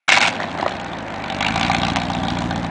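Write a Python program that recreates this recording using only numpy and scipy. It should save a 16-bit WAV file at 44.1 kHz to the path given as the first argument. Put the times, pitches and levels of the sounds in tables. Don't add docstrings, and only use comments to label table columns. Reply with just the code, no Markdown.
import sys
import numpy as np
from scipy import signal
from scipy.fft import rfft, irfft, next_fast_len
from scipy.io import wavfile
from scipy.ndimage import uniform_filter1d, minimum_filter1d, map_coordinates

SR = 44100
rng = np.random.default_rng(int(sys.argv[2]) if len(sys.argv) > 2 else 0)


def volts_from_decibels(level):
    exponent = np.asarray(level, float) / 20
    return 10 ** exponent


def transcribe(signal):
    frames = np.atleast_2d(signal).T
    limited = np.clip(frames, -1, 1)
    pcm = np.round(limited * 32767).astype(np.int16)
    wavfile.write(sys.argv[1], SR, pcm)


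N = 119070

# t/s, throttle (sharpness of the blast) level/dB, load (weight of the pulse) level/dB
DRIVE = [(.08, -17, -44), (.18, -15.5, -34), (.195, -31.5, -42), (.21, -15, -39.5), (.28, -20, -32.5),
         (.33, -35.5, -40.5), (.5, -39, -34.5), (.7, -34.5, -35.5), (1.05, -43.5, -34), (1.36, -26.5, -31),
         (1.42, -21.5, -26.5), (1.62, -19.5, -25), (1.9, -23, -24.5), (2.05, -28.5, -27),
         (2.33, -29.5, -24), (2.7, -36.5, -26)]
# lateness/ms, boom level/dB, bark level/dB, rasp level/dB
CYLINDERS = [(0, -1, 0, 0), (0, -2, -11, -2), (1, -2, -13, -5), (-1, -1, -3, 0), (0, 0, -9, -3),
             (1.5, 2, -12, -7), (0, -2, -13, -8), (0, -2, -11, -8)]
# f/Hz, width/Hz, level/dB
TAILPIPE = [(662, 95, -0.5), (777.6, 83.5, 5), (950, 156, 0.5), (1182, 64, 0)]
# f/Hz, width/Hz, level/dB
BODY = [(1492, 109, -1.5), (2303, 298, -4), (2790, 550, -10), (3385, 365, -11), (3890, 740, -12),
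        (6260, 1550, -22.5), (6900, 1600, -43.5)]


def unit(x):
    return x / np.sqrt(np.mean(x ** 2) + 1e-20)


def curves(rows):
    s, *columns = np.transpose(rows)
    return [np.interp(np.arange(N) / SR, s, column) for column in columns]


def wobble(rate):
    knots = rng.standard_normal(int(N * rate / SR) + 4)
    return map_coordinates(knots, [np.arange(N) * rate / SR])


def filtered(x, response):
    m = next_fast_len(N + SR // 2)
    return irfft(rfft(x, m) * response(np.fft.rfftfreq(m, 1 / SR)), m)[..., :N]


def resonant(x, modes):
    def response(f):
        total = 0
        for k, (centre, width, db) in enumerate(modes):
            damping = 1j * f * width
            total = total + (-1) ** k * volts_from_decibels(db) * damping / (centre ** 2 - f ** 2 + damping)
        return total
    return filtered(x, response)


def dip(x, hz, width_hz, depth):
    return filtered(x, lambda f: 1 - np.clip(depth, 0, 1) * np.exp(-((f - hz) / width_hz * 2) ** 2))


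def train(s, gain):
    return np.bincount(np.clip(np.round(s * SR).astype(int), 0, N - 1), gain, N)


def puffs(pulses, ms):
    u = np.arange(-SR // 50, SR // 50) / SR / (ms / 1000)
    return signal.fftconvolve(pulses, np.exp(-u * u / 2), "same") * rng.standard_normal(N)


def snap(pulses):
    snap_hz = 1900
    u = np.arange(200) / SR * 2 * np.pi * snap_hz
    return -signal.fftconvolve(pulses, (1 - u / 2) * u * np.exp(1 - u))[:N]


def crank():
    # t/s, firing rate f/Hz
    speed = [(0.08, 92), (0.3, 109), (0.45, 100), (0.55, 84), (0.7, 70), (0.88, 58), (1.05, 51.9),
             (1.2, 50.5), (1.34, 46.5), (1.46, 51.6), (1.62, 58.0), (1.8, 59.4), (2.1, 60.2), (2.4, 58.3),
             (2.7, 56.9)]
    first_fires_s = 1.699
    turns = np.cumsum(curves(speed)[0]) / SR
    return turns - turns[round(first_fires_s * SR)]


def firings():
    turns = crank()
    k = np.arange(np.ceil(turns[0]), turns[-1])
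    return np.interp(k, turns, np.arange(N) / SR), k.astype(int) % len(CYLINDERS)


def rasp(s, rasp_db):
    tint_db, burst_ms = 3.3, 1.8
    total = 0
    for hz, width, db in BODY:
        tint = tint_db * rng.standard_normal(len(s))
        burst = puffs(train(s, volts_from_decibels(rasp_db + db / 2 + tint)), burst_ms)
        ring = resonant(burst, [(hz, 2 * width, db / 2)])
        total = total + resonant(ring, [(hz, 2 * width, 0)])
    return unit(total)


def bark(s, bark_db):
    lead_s, burst_ms, noise = .0052, 1.6, .3
    blows = train(s - lead_s, volts_from_decibels(bark_db))
    tone = unit(resonant(resonant(blows, TAILPIPE), TAILPIPE))
    breath = unit(resonant(puffs(blows, burst_ms), TAILPIPE))
    return unit(tone + noise * breath)


def wash():
    top_hz = 3000
    flow = resonant(rng.standard_normal(N), TAILPIPE + BODY)
    return unit(filtered(flow, lambda hz: 1 / (1 + (hz / top_hz) ** 4)))


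def roar():
    # f/Hz, width/Hz, level/dB
    mouth = [(787, 140, -5), (1413, 85, -1.5), (2233, 93, 5.5), (2810, 87, -3), (3200, 230, -12),
             (6200, 2350, -17.5), (7460, 790, -16)]
    lump_db = 3.5
    jet = rng.standard_normal(N) * volts_from_decibels(lump_db * wobble(150))
    return unit(resonant(jet, [(hz, width + 150, db) for hz, width, db in mouth]))


def blast():
    jitter_ms, scatter_db = .6, 1.2
    over, load = np.add(curves(DRIVE), 25)
    s, cyl = firings()
    late, _, bark_db, rasp_db = np.transpose(CYLINDERS)[:, cyl]
    jitter, bark_luck, rasp_luck, spit_luck = rng.standard_normal((4, len(s)))
    s = s + (late + jitter_ms * jitter) / 1000
    barks = bark(s, bark_db + scatter_db * bark_luck)
    rasps = rasp(s, rasp_db + scatter_db * rasp_luck)
    spits = unit(snap(train(s, volts_from_decibels(scatter_db * spit_luck))))
    total = volts_from_decibels(.85 * over) * rasps
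    total += volts_from_decibels(1 + .65 * over + .55 * load) * barks
    total += volts_from_decibels(-18 + 1.8 * over) * spits
    total += volts_from_decibels(-9 + .71 * over) * wash()
    total += volts_from_decibels(-17 + 1.1 * over + .9 * (over - load)) * roar()
    return volts_from_decibels(-27) * total


def boom():
    bank = [1, -1, -1, 1, -1, 1, 1, -1]
    # f/Hz, width/Hz, level/dB
    shared = [(57, 35, -2.5), (115.8, 26.7, -1.5), (173.2, 21.5, 2), (242, 35.5, -13), (317, 26.4, -10.5)]
    # f/Hz, width/Hz, level/dB
    mismatch = [(87.5, 22, -1.5), (169, 56, -6), (216.8, 33.5, 2), (262.5, 47, 0), (303.8, 19.8, -1.5)]
    # multiple of the firing rate, level/dB, growth with throttle over load
    drones = [(1.5, -13, .5), (2.5, -17, .7)]
    lead_s, scatter_db, mismatch_db, rumble_db = .007, .8, -1.5, -12
    throttle_db, load_db = curves(DRIVE)
    s, cyl = firings()
    late, boom_db = np.transpose(CYLINDERS)[:2, cyl]
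    push = volts_from_decibels(boom_db + scatter_db * rng.standard_normal(len(s)))
    s = s - lead_s + late / 1000
    total = unit(resonant(train(s, push), shared))
    total += volts_from_decibels(mismatch_db) * unit(resonant(train(s, push * np.take(bank, cyl)), mismatch))
    turns = crank()
    for order, db, grows in drones:
        level_db = db + grows * (throttle_db - load_db) + wobble(4)
        total += volts_from_decibels(level_db) * np.sin(2 * np.pi * order * turns)
    total += volts_from_decibels(rumble_db) * unit(resonant(rng.standard_normal(N), mismatch))
    return volts_from_decibels(load_db) * total


def street():
    # f/Hz, level/dB (per Hz)
    hush = [(45, -38), (252, -6), (781, -5), (1300, -16), (1800, -13), (3370, -30), (6000, -43),
            (10000, -51)]
    f, db = np.transpose(hush)
    noise = rng.standard_normal(N)
    shaped = filtered(noise, lambda hz: volts_from_decibels(np.interp(np.log(hz + 1), np.log(f), db)))
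    return volts_from_decibels(-28.5) * unit(shaped)


def yard(x):
    t60_s, gap_s = 0.1, .004
    t = np.arange(SR // 3) / SR
    tail = rng.standard_normal(len(t)) * volts_from_decibels(-60 * t / t60_s) * (t > gap_s)
    return signal.fftconvolve(x, tail / np.linalg.norm(tail))[:N]


def backfires():
    # t/s, peak level/dB
    pop_times = [(0.401, -7), (0.411, -13), (0.42, -10), (0.439, -12), (0.55, -12), (0.585, -13),
                 (0.597, -10), (0.627, -4), (0.648, -15), (0.662, -2), (0.682, -13), (0.717, -12),
                 (0.752, -18), (0.859, -18)]
    # t/s, peak level/dB
    snap_times = [(.091, -1), (.1673, -1), (.1838, -1), (.2147, -2), (.2263, 0), (.2341, -3), (.2757, -3),
                  (.2832, -3), (1.9602, 1)]
    # f/Hz, width/Hz, level/dB
    pop_ring = [(296, 146, -3.5), (700, 204, 4.5), (1084, 1070, -5.5), (1940, 230, -3.5)]
    pop_db, puff_db, puff_ms, snap_db = -1.5, -5, 1.4, 5.5
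    s, db = np.transpose(pop_times)
    blows = train(s + 0.00106, volts_from_decibels(db + pop_db))
    peak = np.abs(resonant(np.arange(N) == 0, pop_ring)).max()
    pops = resonant(blows + volts_from_decibels(puff_db) * puffs(blows, puff_ms) / 5, pop_ring) / peak
    pops = filtered(pops, lambda hz: 1 / (1 + (hz / 5000) ** 2))
    s, db = np.transpose(snap_times)
    return pops + snap(train(s, volts_from_decibels(db + snap_db)))


def scene():
    bright = blast()
    far = np.interp(np.arange(N) / SR, (1.92, 2.1), [0, 1])
    bright = (1 - far) * bright + far * dip(bright, 2300, 1300, .55)
    bright = bright + backfires()
    heard = boom() + bright + volts_from_decibels(-9.5) * yard(bright) + street()
    return dip(heard, 440, 220, .62)[None]


def gated(x):
    under_db, above_hz = -9, 4500
    hz, _, z = signal.stft(x, SR, nperseg=256)
    power = uniform_filter1d(np.abs(z) ** 2, size=6, axis=1)
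    power = uniform_filter1d(power, size=2, axis=2)
    recent = -minimum_filter1d(-power, size=11, axis=2)
    drop = (power < recent * volts_from_decibels(2 * under_db)) & (hz[:, None] > above_hz)
    return signal.istft(np.where(drop, 0.021 * z, z), SR, nperseg=256)[1][:, :N]


def top_cut(x):
    return signal.sosfilt(signal.butter(12, 10190, fs=SR, output="sos"), x)


def record(dry):
    low_hz, clip, start_s, top_hz = 48, 1.02, .0785, 10100
    x = filtered(dry, lambda f: (1j * f / (low_hz + 1j * f)) ** 3)
    x = gated(x / (1 + np.abs(x / clip) ** 6) ** (1 / 6))
    x = x * np.clip((np.arange(N) / SR - start_s) / 0.0044, 3e-4, 1)
    x = filtered(x, lambda f: 1 / (1 + (f / 9200) ** 12) * (f < top_hz))
    return top_cut(x)


dry = scene()
out = record(dry)
transcribe(out)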